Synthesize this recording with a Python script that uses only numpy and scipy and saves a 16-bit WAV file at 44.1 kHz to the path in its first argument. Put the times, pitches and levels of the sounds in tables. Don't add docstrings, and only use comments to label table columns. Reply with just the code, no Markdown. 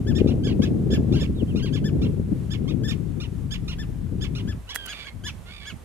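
import sys
import numpy as np
from scipy import signal
from scipy.fft import rfft, irfft
from scipy.io import wavfile
from scipy.ndimage import uniform_filter1d, map_coordinates

SR = 44100
rng = np.random.default_rng(int(sys.argv[2]) if len(sys.argv) > 2 else 0)


def wav_out(sig):
    wavfile.write(sys.argv[1], SR, np.round(np.clip(np.atleast_2d(sig).T, -1, 1) * 32767).astype(np.int16))


N = 257544
T = np.arange(N) / SR
TOP_HZ = 15700


def undb(db):
    return 10 ** (np.asarray(db) / 20)


def unit(x):
    return x / np.sqrt(np.mean(x ** 2) + 1e-18)


def gain_at(hz, points):
    f, db = np.transpose(points)
    return undb(np.interp(np.log(hz + 1e-3), np.log(f), db))


def noise(points, size=N, weight=lambda hz: 1):
    hz = np.fft.rfftfreq(size, 1 / SR)
    spectrum = rfft(rng.standard_normal(size)) * gain_at(hz, points) * weight(hz)
    return unit(irfft(spectrum, size))


def wobble(rate_hz, size=N):
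    place = np.arange(size) * rate_hz / SR
    return map_coordinates(rng.standard_normal(size // 8 + 4), [place], order=3, mode="wrap")


def decay(t, t60):
    return np.exp(-np.log(1000) * t / t60)


def sides(pan_db):
    return undb(np.array([[1], [-1]]) * pan_db / 2)


def shares(pan_db):
    return sides(pan_db) / sides(pan_db).mean(axis=0)


def add(out, start, sound):
    i = max(int(start * SR), 0)
    out[:, i:i + sound.shape[-1]] += sound[..., :N - i]


# (f/Hz, level/dB)
CLOSED_BEAK = [(1000, -4), (1700, -6), (2200, 0.5), (2600, 3.5), (2950, 4.5), (3600, -7.5), (4600, -9),
               (6000, -12.5), (9000, -11), (15000, 9)]
# (f/Hz, level/dB)
RASP = [(800, -10.5), (1200, -2), (1800, -13), (2400, -2), (3000, 0), (3800, -5.5), (4800, -6.5),
        (6500, -27), (14000, -33)]


def syrinx(hz, rasp, closing, throat, lag_ms, jitter=0.055, jitter_hz=700,
           shimmer=0.95, shimmer_hz=1100, hiss_db=-8, split=0.48):
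    size = len(hz)
    hz = hz * (1 + jitter * rasp * wobble(jitter_hz, size))
    k = np.arange(1, 13)[:, None]
    partials = gain_at(k * hz, throat) * gain_at(k * hz, CLOSED_BEAK) ** closing
    partials = partials * (k * hz < TOP_HZ)
    partials = partials / np.sqrt(np.mean(np.sum(partials ** 2, axis=0)) / 2)
    turns = np.cumsum(hz) / SR + rng.random()
    ports = np.array([np.sum(partials * np.sin(2 * np.pi * k * (turns - hz * lag)), axis=0)
                      for lag in (lag_ms * 1e-3, 0)])
    ports = ports * (1 + split * rasp * np.cos(np.pi * turns))
    ports = ports * (1 + shimmer * rasp * wobble(shimmer_hz, size))
    return ports + undb(hiss_db) * rasp * noise(RASP, size)


# (start t/s, length t/s, top pitch f/Hz, level/dB, rasp [0-1], bird)
NOTES = [ (0.066, 0.07, 1777, -40.5, 0.5, "clear"), (0.147, 0.0742, 1825, -36.5, 0.85, "sharp"),
         (0.271, 0.066, 1422, -41.5, 0.9, "low"), (0.433, 0.081, 1730, -38, 0.5, "sharp"),
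         (0.464, 0.075, 1620, -40, 0.5, "deep"), (0.617, 0.072, 1296, -38.5, 0.86, "low"),
         (0.618, 0.041, 1723, -38, 0.5, "clear"), (0.901, 0.074, 1766, -37.5, 1, "sharp"),
         (0.921, 0.064, 1746, -37, 0.15, "clear"), (1.122, 0.077, 1403, -40, 0.65, "low"),
         (1.148, 0.084, 1627, -41, 0.45, "deep"), (1.195, 0.077, 1780, -36, 0.62, "sharp"),
         (1.557, 0.073, 1445, -40.5, 0.65, "low"), (1.621, 0.081, 1640, -39, 0.25, "deep"),
         (1.724, 0.0736, 1730, -38, 0.9, "sharp"), (1.84, 0.067, 1770, -38.5, 0.44, "clear"),
         (2.015, 0.067, 1393, -42, 0.75, "low"), (2.502, 0.07, 1776, -37, 0.78, "sharp"),
         (2.676, 0.061, 1270, -42, 0.47, "low"), (2.833, 0.072, 1780, -39, .25, "clear"),
         (2.874, 0.071, 1832, -33.5, 0.6, "sharp"), (3.2, 0.07, 1432, -40, 0.68, "low"),
         (3.506, 0.068, 1750, -34.5, 0.8, "sharp"), (3.677, 0.074, 1445, -38, 0.83, "low"),
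         (3.782, 0.07, 1795, -40.5, 0.6, "clear"), (4.206, 0.073, 1756, -36.5, 0.98, "sharp"),
         (4.349, 0.074, 1460, -39.5, 1, "low"), (4.474, 0.067, 1752, -41.5, 0.7, "clear"),
         (4.69, 0.054, 1143, -37, 0.24, "low"), (4.878, 0.076, 1695, -36, 0.6, "mellow"),
         (4.974, 0.0756, 1616, -57, 0.15, "mellow"), (5.042, 0.041, 1687, -44, 0.3, "mellow"),
         (5.236, 0.0802, 1761, -36, 0.29, "mellow"), (5.263, 0.048, 1162, -35, 0.33, "low"),
         (5.609, 0.065, 1777, -54, 0.2, "mellow"), (5.655, 0.076, 1725, -37.5, 0.6, "mellow")]
BIRDS = { "clear": (0.0243, 4.2, -0.084, -7.5, -18, 0, [(1100, 8), (1750, 2.5), (2700, 1.5), (3500, 2),
         (5300, 2.5), (7000, -1), (8200, -14), (12300, -16.5), (15000, -33)]),
         "sharp": (.0235, -8, 0.13, -11, -16, -.6, [(1000, -3), (1750, -2), (2700, 6), (3500, 7.5),
         (4400, 3.5), (5300, 2), (7000, -2.5), (8600, -16.5), (12300, -13.5), (15000, -58)]),
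         "deep": (0.018, -5.5, 0.088, -5, -10.5, -.6, [(1000, -3), (1650, -3), (2700, 3.5), (3300, 6),
         (4300, 11), (4900, 2), (6500, -1), (8600, -17), (12300, -18), (15000, -50)]),
         "low": (0.022, -5.5, 0.11, 0.65, -14, 7.58, [(1000, 12.5), (1450, 4.5), (2400, 7), (3000, 10),
         (3600, 11.5), (4300, 0), (5100, -1), (5800, -2), (7200, -16.5), (8500, -25), (12000, -28.5),
         (15000, -62)]), "mellow": (.028, -2.3, -0.0309, -7, -13, 1.4, [(1100, 5), (1700, 3), (3400, 2.5),
         (5100, -6.5), (6800, -2.5), (8500, -19), (12000, -19), (15000, -34)])}
ARCHES = { "clear": [(-0.99, .84), (-.6, .94), (-0.23, .995), (0.062, 1), (.3, 0.96), (.55, .88),
          (0.88, .62)], "sharp": [(-1, .89), (-.62, .91), (-.25, .985), (0.04, 1), (.17, 0.97), (.27, .85),
          (.33, .68), (.55, .63), (0.8, .51), (1, .45)], "deep": [(-1, .88), (-0.59, 0.945), (-0.25, 0.99),
          (0.06, 1), (.27, 0.96), (.33, .88), (.37, 0.72), (0.55, .61), (1, .47)], "low": [(-1, .83),
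          (-.52, .86), (-0.15, .985), (0.08, 1), (.22, 0.96), (.31, .83), (.42, 0.72), (0.6, .68),
          (1, 0.6)], "mellow": [(-1, .85), (-.6, .93), (-0.26, .985), (0.03, 1), (.25, 0.96), (.5, .84),
          (0.95, .6)]}
HOARSE = (.15, .33, .4)
USUAL_NOTE_DB, BRIGHTEN_DB_PER_OCTAVE_PER_DB = -36.5, .5


def short_notes(attack_s=0.0033, release_s=.009, fall_at=0.4, fall_db=-0.5, closing_rate=1.67, half_open=0.39):
    out = np.zeros((2, N))
    top_rasp, onset_rasp, tail_rasp = HOARSE
    for start, length, hz, db, rasp, bird in NOTES:
        rise_s, pan_db, lag_ms, start_db, end_db, tilt_db, throat = BIRDS[bird]
        t = np.arange(int(length * SR)) / SR
        place = np.interp(t, [0, rise_s, length], [-1, 0, 1])
        opening = .5 - .5 * np.tanh((place + .5) * 10)
        tail = .5 + .5 * np.tanh((place - fall_at) * 10)
        arch = np.interp(place, *np.transpose(ARCHES[bird]))
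        pitch = hz * uniform_filter1d(arch, size=120)

        bright_db = tilt_db + BRIGHTEN_DB_PER_OCTAVE_PER_DB * (db - USUAL_NOTE_DB)
        colour = [(f, d + bright_db * np.log2(f / 3000)) for f, d in throat]
        closing = np.clip(closing_rate * place, 0, 1.3) + half_open * opening
        fall_rasp = tail_rasp * (tail + np.clip(place, 0, 1) ** 2)
        rough = rasp * (top_rasp + onset_rasp * opening + fall_rasp)

        gate = np.clip(t / attack_s, 0, 1) * np.clip((length - t) / release_s, 0, 1)
        arch_db = np.where(place < 0, start_db, end_db) * place ** 2
        effort = undb(db + arch_db + fall_db * rasp * tail)
        call = syrinx(pitch, rough, closing, colour, lag_ms)
        add(out, start, call * gate * effort * sides(pan_db))
    return out


# (start t/s, length t/s, glide to the held pitch t/s, first f/Hz, held f/Hz, last f/Hz,
#   attack t/s, level/dB, rasp [0-1], trill rate f/Hz, trill depth [0-1], colour)
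DRAWLS = [ (1.347, 0.088, 0.031, 3866, 3830, 2287, .045, -51, 0.1, 60, .02, "whistle"),
          (1.476, 0.057, .02, 2970, 3230, 2320, 0.018, -52.5, 0.11, 60, .03, "whistle"),
          (4.669, 0.25, 0.059, 1250, 1688, 1493, 0.1, -42, 0.27, 70.7, 0.28, "cry"),
          (4.867, 0.21, 0.04, 1598, 1172, 1142, 0.0167, -44, 0.67, 150.6, 0.2, "growl"),
          (5.066, 0.035, 0.01, 1080, 1140, 1036, 0.0048, -41.5, 0.47, 79.5, 0, "croak"),
          (5.455, 0.061, 0.02, 652, 698, 761, 0.022, -50, 0.42, 70, 0.1, "growl"),
          (5.497, 0.11, 0.061, 1078, 1196, 1184, 0.026, -47, 0.45, 67.5, 0.6, "growl"),
          (5.593, 0.14, 0.021, 1120, 1145, 1090, 0.019, -47, 0.5, 92.4, 0.25, "growl")]
DRAWL_COLOURS = { "whistle": [(2400, 2), (3100, 6), (4000, -4), (6000, -25.5), (15000, -50)],
                 "cry": [(1200, -4), (1650, -4.5), (3250, 3), (4900, -17), (7000, -28), (15000, -38)],
                 "growl": [(1150, -11), (1450, 7), (2300, 4), (3500, 4.5), (4700, -3.5), (5700, -16),
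                 (9000, -21), (15000, -40)], "croak": [(1100, -10), (2200, 6), (3300, 1), (4400, -2),
                 (5600, -20), (15000, -34)]}
TRILL = (.05, .18, .012)


def drawn_calls(pan_db=-8.0, lag_ms=0.12, fade_share=0.24):
    out = np.zeros((2, N))
    trill_bend, trill_scatter, waver = TRILL
    for start, length, climb, first, held, last, attack, db, rasp, trill_hz, depth, colour in DRAWLS:
        size = int(length * SR)
        t = np.arange(size) / SR
        trill_rate = trill_hz * (1 + trill_scatter * wobble(68.0, size))
        trill = 2 * np.pi * np.cumsum(trill_rate) / SR
        climbing = np.clip(1 - t / climb, 0, 1) ** 2
        leaving = np.interp(t, [climb, length], [0, 1])
        glide = held + (first - held) * climbing + (last - held) * leaving
        pitch = glide * (1 + trill_bend * depth * np.sin(trill) + waver * rasp * wobble(202.0, size))
        swell = np.sqrt(np.clip(t / attack, 0, 1)) * np.clip((1 - t / length) / fade_share, 0, 1)
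        swell = swell * (1 + depth * np.cos(trill))
        call = syrinx(pitch, rasp, 0, DRAWL_COLOURS[colour], lag_ms)
        add(out, start, call * swell * undb(db) * sides(pan_db))
    return out


# (f/Hz, level/dB)
SHORE = [(800, -22), (2000, 7.5), (3000, -7), (4500, -0.5), (7000, 3), (14000, -6.5)]


def shore(calls, near_db=-14.0, near_t60=0.16, far_db=-28, far_t60=1.0, gap_s=0.00247,
          bank_db=-13, bank_s=.011, bank_lag_s=0.00134):
    t = np.arange(SR // 2) / SR
    out = calls.copy()
    for channel in range(2):
        for db, t60 in ((near_db, near_t60), (far_db, far_t60)):
            echo = noise(SHORE, len(t)) * decay(t, t60) * (t > gap_s)
            echo = echo / np.linalg.norm(echo)
            out[channel] += undb(db) * signal.fftconvolve(calls[channel], echo)[:N]
        late = np.interp(T - bank_s - channel * bank_lag_s, T, calls[channel], left=0)
        out[channel] += undb(bank_db) * uniform_filter1d(late, size=5)
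    return out


# (t/s, level/dB)
GUST = [(0.0, -23.5), (0.18, -21.5), (0.28, -19.5), (0.42, -22), (0.8, -21), (0.96, -21.5), (1.14, -21),
        (1.36, -26), (1.5, -24), (1.74, -23), (2.04, -24), (2.22, -24.5), (2.45, -25.5), (2.84, -23),
        (3.02, -26), (3.56, -30.5), (4.08, -29.5), (4.16, -26.5), (4.5, -26.5), (4.58, -32), (4.66, -59)]
# (t/s, left minus right level/dB)
WINDWARD = [(0.0, 5), (0.26, 6.5), (0.44, 1), (2.3, 6.5), (2.78, 11), (3.14, 15.5), (3.8, 10), (3.94, 17),
            (4.56, 2.5), (4.66, -35)]
# (middle t/s, length t/s, rise level/dB)
BUFFETS = [(0, 0.041, 3), (0.113, 0.069, 4), (0.215, 0.018, 4.5), (0.268, 0.043, 1.5), (0.51, 0.041, 3),
           (0.599, 0.027, 3.5), (0.925, 0.056, 3.5), (0.989, 0.046, 3), (1.145, 0.13, 3.5),
           (1.224, 0.022, 6), (1.3, 0.029, 5), (1.423, 0.05, 6), (1.557, 0.073, 2), (1.839, 0.066, 1.5),
           (1.946, 0.062, 4), (2.034, 0.15, 5), (2.199, 0.016, 5), (2.326, 0.025, 5.5), (2.743, 0.031, 3),
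           (2.83, 0.084, 1.5), (3.453, 0.056, 5), (3.63, 0.028, 4), (3.795, 0.014, 3), (3.893, 0.02, 3.5),
           (4.137, 0.067, 2), (4.466, 0.11, 2)]
# (start t/s, length t/s, level/dB, left minus right level/dB)
PUFFS = [(5.122, 0.23, -35, 23), (5.221, 0.12, -34, 22), (5.297, 0.26, -37.5, -16), (5.485, 0.057, -40, 20),
         (5.578, 0.095, -43, -18), (5.715, 0.072, -33.5, -13)]
FULL_GUST_DB, LULL_DB = -21, -52


def airflow(puff_attack_s=0.016, surge_db=0.36, surge_hz=16, veer_db=2, veer_hz=12):
    gust = undb(np.interp(T, *np.transpose(GUST), right=LULL_DB))
    ports = gust * shares(np.interp(T, *np.transpose(WINDWARD)))
    for middle, length, rise_db in BUFFETS:
        hump = np.cos(np.pi * np.clip((T - middle) / length, -.5, .5))
        ports = ports * undb(rise_db * hump)
    for start, length, db, pan_db in PUFFS:
        puff = np.interp(T - start, [0, puff_attack_s, length], [0, 1, 0])
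        ports = np.hypot(ports, undb(db) * puff * shares(pan_db))
    flow_db, balance_db = 20 * np.log10([ports.mean(axis=0), ports[0] / ports[1]])
    return flow_db + surge_db * wobble(surge_hz), balance_db + veer_db * wobble(veer_hz)


# (f/Hz, relative level/dB per Hz)
WIND = [(12, -48), (20, -23), (53, 2.5), (92, 2), (182, -1.5), (237, -1.5), (387, -11.5), (487, -21),
        (709, -36.5), (1000, -47), (1300, -67), (2200, -120)]


def port_pair(weight, likeness):
    shared, c = noise(WIND, weight=weight), np.clip(likeness, 0, 1)
    pair = np.array([np.sqrt(c) * shared + np.sqrt(1 - c) * noise(WIND, weight=weight)
                     for _ in range(2)])
    power = uniform_filter1d(pair.mean(axis=0) ** 2, size=2000)
    return pair / np.sqrt(uniform_filter1d(power, size=1000) + 1e-9)


# (t/s, level/dB)
SWAY = [(0, -33), (.35, -31), (.6, -41), (.9, -39), (1.15, -31.5), (1.5, -34), (2.5, -39), (3.3, -38),
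        (3.5, -33.5), (4.25, -34.5), (4.55, -34), (4.7, -44.5), (5.05, -50), (5.2, -43.5), (5.8, -47.5)]


def wind(split_hz=180, deep_hz=68, edge_hz=950, rumble_db=-3.0, flutter_db=-7, flicker_db=2.5,
         buffet_db=0.05, buffet_hz=22, rumble_pan_db=-2.5, flutter_pan_db=5, spray_db=-17,
         spray_flicker_db=7, flutter_growth=0.92, spray_growth=2.3, slack_limit_db=-17):
    def below(hz, edge):
        return 1 / (1 + (hz / edge) ** 4)

    flow_db, pan_db = airflow()
    deep = port_pair(lambda hz: below(hz, deep_hz), likeness=0.93)
    rumble = port_pair(lambda hz: (1 - below(hz, deep_hz)) / np.hypot(1, (hz / split_hz) ** 4), likeness=0.73)
    flutter = port_pair(lambda hz: (1 - below(hz, split_hz)) * below(hz, edge_hz), likeness=0.41)
    spray = noise([(200, -1.0), (450, 0.5), (700, -5.5), (1100, -22.5), (2000, -41), (5000, -70)])

    small_db = np.maximum(flutter_growth * (flow_db - FULL_GUST_DB), slack_limit_db)
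    gust_db = np.maximum(np.interp(T, *np.transpose(GUST)) - FULL_GUST_DB, slack_limit_db)
    spurts_db = spray_flicker_db * np.tanh(wobble(130))
    spray = spray * undb(spray_db + spurts_db + spray_growth * gust_db)

    flutter = flutter * undb(flicker_db * wobble(70)) + spray
    flutter = flutter * undb(buffet_db * wobble(buffet_hz))
    flutter = flutter * undb(flow_db + small_db + flutter_db) * shares(pan_db + flutter_pan_db)
    rumble = rumble * undb(flow_db + rumble_db) * shares(pan_db + rumble_pan_db)
    sway = deep * undb(np.interp(T, *np.transpose(SWAY)))
    return sway + rumble + flutter


# (t/s, level/dB before the common thump_db)
THUMPS = [(.065, -13), (.218, -2.5), (0.246, -4), (0.263, -2.5), (0.319, -8.5), (.341, -10), (.363, -15),
          (0.473, -7.5), (.598, -11), (.686, -8.5), (0.715, -13), (.796, -19), (.903, -7), (.933, -3.5),
          (1.021, -12), (1.047, -11), (1.117, -13), (1.153, -13), (1.223, -14), (1.296, -17), (1.387, -16),
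          (1.426, -12), (1.55, -9), (1.647, -9), (1.841, -21), (2.143, -17.5), (2.198, -12), (2.324, -14.5),
          (2.646, -13.5), (2.749, -18), (2.835, -17), (4.126, -19), (4.152, -19), (4.452, -21.5)]


def thumps(width_s=0.00081, thump_db=-7.0, pan_db=7):
    out = np.zeros((2, N))
    t = np.arange(-400, 400) / SR
    u = t / width_s
    pulse = (u ** 2 - 1) * np.exp(-u ** 2 / 2)
    for s, db in THUMPS:
        add(out, s + t[0], pulse * undb(db + thump_db) * sides(pan_db))
    return out


# (t/s, level/dB, 60 dB decay t/s, body relative level/dB)
CLICKS = [(4.7465, -30.5, 0.009, -26), (4.7488, -38, 0.055, -26), (4.7538, -27, 0.019, -28),
          (4.7561, -34.5, 0.064, -22), (4.7585, -21.5, 0.011, -30), (4.7595, -32, 0.009, 14),
          (4.8584, -38, .008, -22), (4.862, -31, 0.0096, -24), (4.865, -33.5, 0.0085, -20)]
# (f/Hz, level/dB)
CLICK_SNAP = [(300, -1.5), (900, -5), (2000, -4), (5000, -7.5), (9000, -2.5), (13000, -2.5), (16000, -14.5)]
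# (f/Hz, relative level/dB, 60 dB decay t/s)
CLICK_BODY = [(438, -21, 0.028), (1210, -34, 0.0085), (1520, -11, 0.021), (1690, 1, 0.011),
              (1900, -4.5, 0.016), (2460, -23, .008), (3220, -12, 0.0133)]


def clicks(pan_db=-10, body_pan_db=-3, body_level_db=3, body_attack_s=0.00047):
    out, size = np.zeros((2, N)), 4096
    t = np.arange(size) / SR
    body = sum(undb(db + body_level_db) * np.cos(2 * np.pi * hz * t) * decay(t, t60)
               for hz, db, t60 in CLICK_BODY)
    body = body * (1 - np.exp(-t / body_attack_s))
    for s, db, t60, body_db in CLICKS:
        snap = np.array([noise(CLICK_SNAP, size) for _ in range(2)]) * decay(t, t60)
        click = snap * sides(pan_db) + undb(body_db) * body * sides(body_pan_db)
        add(out, s, click * undb(db))
    return out


# (f/Hz, relative level/dB per Hz)
AIR = [(30, 18), (90, 27.5), (200, 22.5), (600, 18.5), (1100, 13.5), (2000, 8), (3200, 5), (4800, -0.5),
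       (7000, 1), (10000, 1.5), (13000, -3.5), (14200, -10), (16000, -22)]
AIR_DB, LULL_RISE_DB = -50.5, 0.5


def air(pan_db=-2.5, shared_db=-3, waver_db=-1.0):
    hiss = unit(np.array([noise(AIR) for _ in range(2)]) + undb(shared_db) * noise(AIR))
    lull_db = np.interp(T, [4.4, 4.65], [0, LULL_RISE_DB])
    return hiss * sides(pan_db) * undb(AIR_DB + lull_db + waver_db * wobble(8.2))


def scene():
    birds = shore(short_notes() + drawn_calls())
    return birds + wind() + thumps() + clicks() + air()


def record(dry):
    top_cut = signal.ellip(8, .2, 70, TOP_HZ, fs=SR, output="sos")
    return signal.sosfilt(top_cut, dry * np.clip(T / .003, 0, 1))


dry = scene()
out = record(dry)
wav_out(out)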